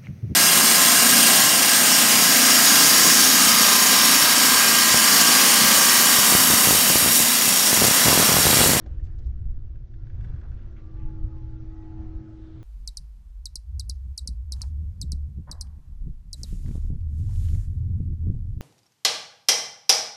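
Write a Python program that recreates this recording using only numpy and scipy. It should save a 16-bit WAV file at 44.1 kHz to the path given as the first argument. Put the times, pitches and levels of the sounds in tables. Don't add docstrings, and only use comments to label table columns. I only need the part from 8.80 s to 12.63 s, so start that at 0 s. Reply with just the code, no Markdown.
import sys
import numpy as np
from scipy import signal
from scipy.fft import rfft, irfft, next_fast_len
from scipy.io import wavfile
from scipy.ndimage import uniform_filter1d

SR = 44100
rng = np.random.default_rng(int(sys.argv[2]) if len(sys.argv) > 2 else 0)


def store_pcm(level_fs):
    pcm = np.round(np.clip(level_fs, -1, 1) * 32767).astype(np.int16)
    wavfile.write(sys.argv[1], SR, np.atleast_2d(pcm).T)


def convert_level_to_amplitude(level_db):
    exponent = np.asarray(level_db, float) / 20
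    return 10 ** exponent


N = 168903


def evened(x):
    return x / np.sqrt(np.mean(x ** 2) + 1e-20)


def read(points, hz):
    f, value = np.transpose(points)
    return np.interp(np.log(hz + 1), np.log(f + 1), value)


def curve(rows, column=1):
    rows = np.array(rows)
    return np.interp(np.arange(N) / SR, rows[:, 0], rows[:, column])


def add(mix, s, sound):
    part = mix[max(round(s * SR), 0):][:len(sound)]
    part += sound[:len(part)]


def drift(top_hz):
    t = np.arange(0, N + 64, 64) / SR
    rates_hz = top_hz * np.geomspace(.06, 1, 24)
    slow = sum(np.sin(2 * np.pi * (f * t + rng.random())) / np.sqrt(f) for f in rates_hz)
    return evened(np.interp(np.arange(N) / SR, t, slow))


def noise(field_db, patch_db, flicker_db, size, wide, long):
    hop = size // 4
    frames, hz = N // hop + 5, np.fft.rfftfreq(size, 1 / SR)
    real, imaginary, patches = rng.standard_normal((frames, len(hz), 3)).T
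    patches = evened(uniform_filter1d(uniform_filter1d(patches, wide, 0), long, 1))
    flicker = evened(uniform_filter1d(rng.standard_normal(frames), size=3))
    field = field_db(hz[:, None], np.arange(frames) * hop / SR)
    field = field + patch_db * patches + flicker_db * flicker
    spectra = (real + 1j * imaginary) * convert_level_to_amplitude(field)
    return signal.istft(spectra, nperseg=size, noverlap=size - hop)[1][:N]


def resonate(x, hz, width):
    turn, r = np.exp(2j * np.pi * hz * np.arange(len(x)) / SR), np.exp(-np.pi * width / SR)
    return 2 * (turn * signal.lfilter([1 - r], [1, -r], x / turn)).real


def steadied(x):
    smooth_s, share = .09, .6
    power = uniform_filter1d(x ** 2, int(smooth_s * SR))
    return evened(x / (power + 1e-12) ** (.5 * share))


# [t/s, buffet level/dB, flutter of the upper bass level/dB]
GUSTS = [(0.0, -51.5, -4), (0.08, -32, -18.5), (0.66, -31.5, -5), (0.69, -20, -17.5), (0.74, -30.5, -16.5),
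         (1.11, -38, -7), (1.45, -32, -5.5), (2.04, -38.5, -15), (2.26, -29.5, -6), (2.31, -39, 2),
         (2.46, -27.5, -10), (2.51, -34.5, -6), (2.91, -37.5, -8), (3.09, -40.5, -3.5), (3.37, -35, -6.5),
         (3.42, -53, 13), (3.56, -42, -7.5), (3.83, -43.5, -2)]
# [f/Hz, level/dB per Hz]
BUFFET_COLOUR = [(4.7, -31), (8.0, -3), (27, 1), (66, -6), (117, -9), (174, -39.5), (218, -28), (278, -34),
                 (300, -13.5), (390, -44.5), (660, -120)]
SLAP_TIMES = [.238, .472, .498, .63, .685, 1.36, 1.47, 1.545, 1.71, 2.25, 2.45, 3.2, 3.37, .78, .56, .62,
              1.45, .3, 1.53, 2.12, .68, 2.31, 1.88]
# [level/dB, f/Hz]
SLAP_SOUNDS = [(-18.5, 62), (-17, 52), (-22, 55), (-25.5, 105), (-31.5, 13), (-25, 59), (-26.5, 105),
               (-19.5, 86.5), (-26.5, 56), (-23.5, 18), (-20.5, 47), (-26.5, 72), (-28, 45), (-43, 220),
               (-36, 126), (-32, 120), (-38.5, 150), (-27, 91), (-30, 110), (-34, 103), (-42, 85),
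               (-28, 96), (-32, 68)]


def wind():
    lump_db, split_hz, slap_cycles, overload = .8, 85, .68, .15
    colour = lambda hz, s: read(BUFFET_COLOUR, hz) - 60 * np.clip(hz / 150 - 1.3, 0, 2) + 0 * s
    swirls = rfft(noise(colour, patch_db=2, flicker_db=0, size=4096, wide=3, long=3))
    low = 1 / (1 + (np.fft.rfftfreq(N, 1 / SR) / split_hz) ** 6)
    deep = steadied(irfft(swirls * low, N))
    flutter = steadied(irfft(swirls * (1 - low), N))
    level = convert_level_to_amplitude(curve(GUSTS) + lump_db * drift(14))
    out = level * (deep + convert_level_to_amplitude(curve(GUSTS, column=2)) * flutter)
    t = np.arange(N) / SR
    for s, (db, hz) in zip(SLAP_TIMES, SLAP_SOUNDS):
        shape = np.exp(-((t - s) * hz / slap_cycles) ** 2)
        out += convert_level_to_amplitude(db) * shape * np.sin(2 * np.pi * (hz * (t - s) + rng.random()))
    ending = np.clip((t[-1] - t) / .03, .2, 1)
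    return overload * np.tanh(out / overload) * ending


# [t/s, level/dB, brightness/dB per octave]
ROLLING = [(0.0, -67.5, -0.9), (0.2, -70, -0.7), (0.45, -72.5, 0.5), (0.75, -74.5, -0.75),
           (1.17, -74.5, 1.1), (1.45, -67, -0.3), (1.62, -68.5, -0.8), (1.86, -69.5, -0.5),
           (2.27, -69.5, -0.76), (2.62, -70.5, 0), (3.23, -68, -0.55), (3.53, -70, -0.05),
           (3.83, -67, -1.5)]
# [f/Hz, level/dB per Hz]
ROLLING_COLOUR = [(140, 8), (260, 8), (520, -0.5), (900, -8), (1500, -7), (2600, -17), (6000, -23.5),
                  (8600, -35.5), (12000, -58)]


def roar():
    trim_db, mid_follow, mid_hz, mid_octaves = 10, .33, 1360, 1
    times, level_db, tilt = np.transpose(ROLLING)

    def field(hz, s):
        base = read(ROLLING_COLOUR, hz) - 40 * (hz < 120)
        slope = np.interp(s, times, tilt) * np.log2((hz + 50) / 1500)
        middle = np.exp(-(np.log2((hz + 1) / mid_hz) / mid_octaves) ** 2)
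        return base + slope + mid_follow * (np.interp(s, times, level_db) - level_db.max()) * middle

    x = noise(field, patch_db=1.56, flicker_db=.5, size=1024, wide=8, long=6)
    return convert_level_to_amplitude(curve(ROLLING) + trim_db) * evened(x)


# [t/s, level/dB]
MAIN_HUM = [(0.0, -58), (0.04, -55.5), (0.86, -73), (0.91, -64), (1.0, -80.5), (1.16, -61.5), (1.39, -67.5),
            (1.63, -59.5), (1.66, -72), (2.28, -48.5), (2.47, -52), (3.26, -43.5), (3.79, -51.5),
            (3.83, -48.5)]
SWELL_TIMES = [2.3, 2.66, 3.08, 3.5, 2.22, 2.95, 1.85, 2.35, 2.76, 3.17, 1.2, 2.45, 2.97, 3.4, 3.75, 2.5,
               3.1, 3, 2.5, 1.2, 2.95, 3.24, 2.58, 2.2]
SWELL_MULTIPLES = [8, 8, 8, 8, 11, 11, 13, 13, 13, 13, 13, 12, 12, 12, 12, 9, 9, 18.03, 5, 6.87, 6.87, 6.87,
                   9.85, 10]
# [length/s, level/dB]
SWELL_SHAPES = [(0.17, -60), (.22, -66), (0.25, -64), (0.3, -74), (0.46, -72.5), (0.32, -83), (0.5, -79),
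                (.08, -74), (.1, -72.5), (0.13, -74.5), (.1, -84), (.12, -73), (0.2, -74.5), (0.36, -74.5),
                (.12, -86.5), (0.15, -80), (0.27, -78), (.15, -76.5), (0.42, -72), (0.12, -83),
                (0.11, -71.5), (0.29, -66.5), (.06, -72), (0.22, -85)]


def rope():
    strands_hz, waver = 106.48, .0008
    hum_flicker_db, overtone_flicker_db = 1.4, 1.5
    fuzz_db, fuzz_width = -11, .015
    t = np.arange(N) / SR
    shake = rng.standard_normal(N)
    turns = 2 * np.pi * np.cumsum(strands_hz * (1 + waver * drift(3.057))) / SR
    out = np.sqrt(2) * convert_level_to_amplitude(curve(MAIN_HUM) + hum_flicker_db * drift(11)) * np.sin(3 * turns)
    for s, multiple, (length, db) in zip(SWELL_TIMES, SWELL_MULTIPLES, SWELL_SHAPES):
        shape = np.exp(-2 * ((t - s) / length) ** 2)
        level = np.sqrt(2) * convert_level_to_amplitude(db + overtone_flicker_db * drift(14))
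        hz = multiple * strands_hz
        fuzz = convert_level_to_amplitude(fuzz_db) * evened(resonate(shake, hz, fuzz_width * hz))
        out += level * shape * (np.sin(multiple * turns) + fuzz)
    return out


# [f/Hz, width/Hz, level/dB]
TUBES = [(217.83, 5.6, -58.5), (360.4, 25, -63.5), (437.5, 39, -74), (511, 59, -72.5), (116.6, 14, -51.5),
         (741, 12, -80.5)]


def frame():
    follow = .54
    shake = rng.standard_normal(N)
    drone = np.zeros(N)
    for hz, width, db in TUBES:
        drone += convert_level_to_amplitude(db) * evened(resonate(resonate(shake, hz, width), hz, 3 * width))
    level_db = curve(ROLLING)
    return drone * convert_level_to_amplitude(follow * (level_db - level_db.max()))


# [t/s, level/dB]
HANGER_CLACKS = [(0.0595, -56), (.615, -65), (.788, -68), (0.9557, -59), (1.1385, -55), (1.267, -54),
                 (1.2989, -50), (1.4082, -53), (1.4452, -49.5), (1.4718, -58), (1.4855, -57), (1.5394, -53),
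                 (1.5594, -52), (1.5823, -57), (1.6115, -54), (1.6336, -54), (1.6535, -56), (1.7155, -55),
                 (1.7888, -59), (1.925, -66), (1.9639, -58), (2.0393, -62), (2.168, -59), (3.6424, -68)]
# [f/Hz, level/dB, t60/s]
HANGER_MODES = [(1520, 0, .05), (1660, -1, .045), (1880, -5, .03), (2250, -9, .025), (2650, -8, .025),
                (3500, -9, .025), (4200, -17, .012), (5600, -24, .008), (1250, -12, .025)]


def clacks():
    trim_db, spread_db, detune, grit_share = .5, 1.5, .015, .5
    tick_db, scrape_s, rise_s = -2, .005, .0015
    out, t = np.zeros(N), np.arange(800) / SR
    hz, mode_db, t60 = np.transpose(HANGER_MODES)[:, :, None]
    for s, db in HANGER_CLACKS:
        tune, vary = rng.standard_normal((2, len(hz), 1))
        grit = rng.standard_normal(800)
        turns = hz * (1 + detune * tune) * t + grit[:len(hz), None]
        ring = (convert_level_to_amplitude(mode_db + spread_db * vary - 30 * t / t60) * np.sin(2 * np.pi * turns)).sum(0)
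        ring *= 1 + grit_share * evened(uniform_filter1d(grit, size=40))
        ring *= np.cos(np.pi * t / t[-1] / 2)
        tick = convert_level_to_amplitude(tick_db) * uniform_filter1d(np.diff(grit, prepend=0), size=5) * np.exp(-t / scrape_s)
        hit = (ring + tick) * np.minimum(t / rise_s, 1)
        add(out, s, convert_level_to_amplitude(db + trim_db) * hit / abs(hit).max())
    return out


RUSTLE_TIMES = [.062, .244, .268, .389, .465, .193, .064, .11, .3, 1.64, 1.49, 3.2, 1.975, 2.2, 3.68, 2.52,
                .4, 1.42, 1.78, 3.48, 3.62, 3.5, .065, .445]
RUSTLE_LENGTHS = [.008, .02, .012, .016, .014, .01, .014, .1, .12, .04, .03, .12, .04, .09, .4, .05, .03,
                  .35, .12, .08, .45, .06, .012, .015]
# [level/dB, middle f/Hz, width/octaves]
RUSTLE_SOUNDS = [(-63.5, 1800, 0.89), (-68.5, 4500, .8), (-69.5, 2000, 0.92), (-69, 3800, 0.68),
                 (-73, 5500, 0.4), (-65.5, 1710, 0.11), (-50.5, 650, 0.19), (-78.5, 2830, 0.16),
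                 (-76.5, 1700, 0.12), (-63.5, 1000, 0.4), (-68, 810, 0.89), (-65, 760, 0.55),
                 (-65.5, 1750, 0.54), (-72.5, 2230, 0.35), (-78.5, 3470, 0.25), (-68.5, 1250, 0.18),
                 (-58.5, 330, 0.65), (-75, 1300, 0.31), (-75.5, 2600, .4), (-70.5, 1370, 0.2),
                 (-83.5, 3000, 1), (-66.5, 620, 0.16), (-73, 3800, 0.65), (-75, 4100, 0.46)]


def rustles():
    out, size, t = np.zeros(N), next_fast_len(N), np.arange(N) / SR
    hz = np.fft.rfftfreq(size, 1 / SR) + 1
    grit = rfft(rng.standard_normal(size) * (1 + rng.exponential(1, size)))
    for s, length, (db, middle_hz, octaves) in zip(RUSTLE_TIMES, RUSTLE_LENGTHS, RUSTLE_SOUNDS):
        band = np.exp(-.5 * (np.log2(hz / middle_hz) / octaves) ** 2)
        puff = np.exp(-((t - s) / (length * np.where(t < s, .3, .9))) ** 2)
        out += convert_level_to_amplitude(db) * evened(irfft(grit * band, size)[:N]) * puff
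    return out


# [t/s, level/dB]
BAR_KNOCKS = [
    (.0628, -39.5),
    (.0752, -50),
]
# [f/Hz, level/dB, t60/s]
BAR_MODES = [(614, 2.5, 0.041), (837, -13.5, 0.01), (410, -0.5, 0.036), (1340, -25, .02), (2400, -20, .015),
             (3560, -29, 0.011), (5100, -17, .012)]


def knocks():
    out, t = np.zeros(N), np.arange(3000) / SR
    ring = sum(convert_level_to_amplitude(db - 60 * t / t60) * np.sin(2 * np.pi * hz * t) for hz, db, t60 in BAR_MODES)
    for s, db in BAR_KNOCKS:
        add(out, s, convert_level_to_amplitude(db) * ring / abs(ring).max())
    return out


# [t/s, level/dB]
TINY_CRACKLES = [(0.1348, -96), (0.1348, -85), (0.1777, -87), (0.202, -80), (0.226, -76), (0.2335, -77),
                 (0.2445, -82), (0.3857, -86), (0.3912, -86), (0.4071, -83), (0.4336, -81),
                 (0.4391, -76), (0.4605, -77), (0.4655, -78), (0.6177, -72), (0.6231, -69),
                 (0.6551, -69), (0.671, -65), (0.6765, -74), (0.6895, -88.5), (0.6975, -72.5),
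                 (0.7987, -100), (0.7987, -78), (0.8656, -81), (1.1295, -90), (1.2976, -91),
                 (1.3984, -83), (1.4069, -70), (1.4418, -78), (1.4657, -71), (1.6124, -86),
                 (1.7027, -99), (1.7027, -72), (1.7461, -87), (1.796, -90), (1.8658, -78), (2.0609, -86),
                 (2.1556, -88), (2.163, -79.5), (2.3482, -88.5), (2.4096, -74), (2.7004, -78),
                 (3.3484, -79), (3.365, -72), (3.6258, -93), (3.6293, -83)]


def crackles():
    trim_db = 5
    out = np.zeros(N)
    signs = rng.choice([-1., 1.], len(TINY_CRACKLES))
    for (s, db), sign in zip(TINY_CRACKLES, signs):
        add(out, s, sign * convert_level_to_amplitude(db + trim_db) * np.ones(1))
    return out


# [t/s, f/Hz]
TREBLE_EDGE = [(0, 7700), (.5, 7800), (.7, 6800), (1.2, 7220), (1.5, 7470), (2.2, 7760), (2.6, 7140),
               (3.2, 8020), (3.37, 6740), (3.45, 8530), (3.65, 9540), (3.83, 8600)]


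def gated(x):
    wander_hz, gate_db = 520, -17.5
    hz, s, z = signal.stft(x, SR, nperseg=1024, boundary="odd")
    end_hz = np.interp(s, *np.transpose(TREBLE_EDGE)) + wander_hz * rng.standard_normal(len(s))
    faint = abs(z) < 4 * np.median(abs(z), axis=-1, keepdims=True)
    gain = convert_level_to_amplitude(gate_db * (hz[:, None] > end_hz) * faint)
    return signal.istft(z * gain, SR, nperseg=1024)[1][:, :N]


def scene():
    return (wind() + roar() + rope() + frame() + clacks() + rustles() + knocks())[None]


def band_limit(x):
    return signal.sosfilt(signal.butter(12, 19000, fs=SR, output="sos"), x)


def record(dry):
    edge_hz, hiss_db = 8900, -101
    taps = signal.firwin(255, edge_hz, window=("kaiser", 6), fs=SR)
    padded = np.pad(gated(dry), ((0, 0), (127, 127)), "reflect", reflect_type="odd")
    x = signal.oaconvolve(padded, taps[None], "valid")
    hiss = convert_level_to_amplitude(hiss_db) * rng.standard_normal(dry.shape)
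    return band_limit(x + crackles() + hiss)


dry = scene()
out = record(dry)
store_pcm(out)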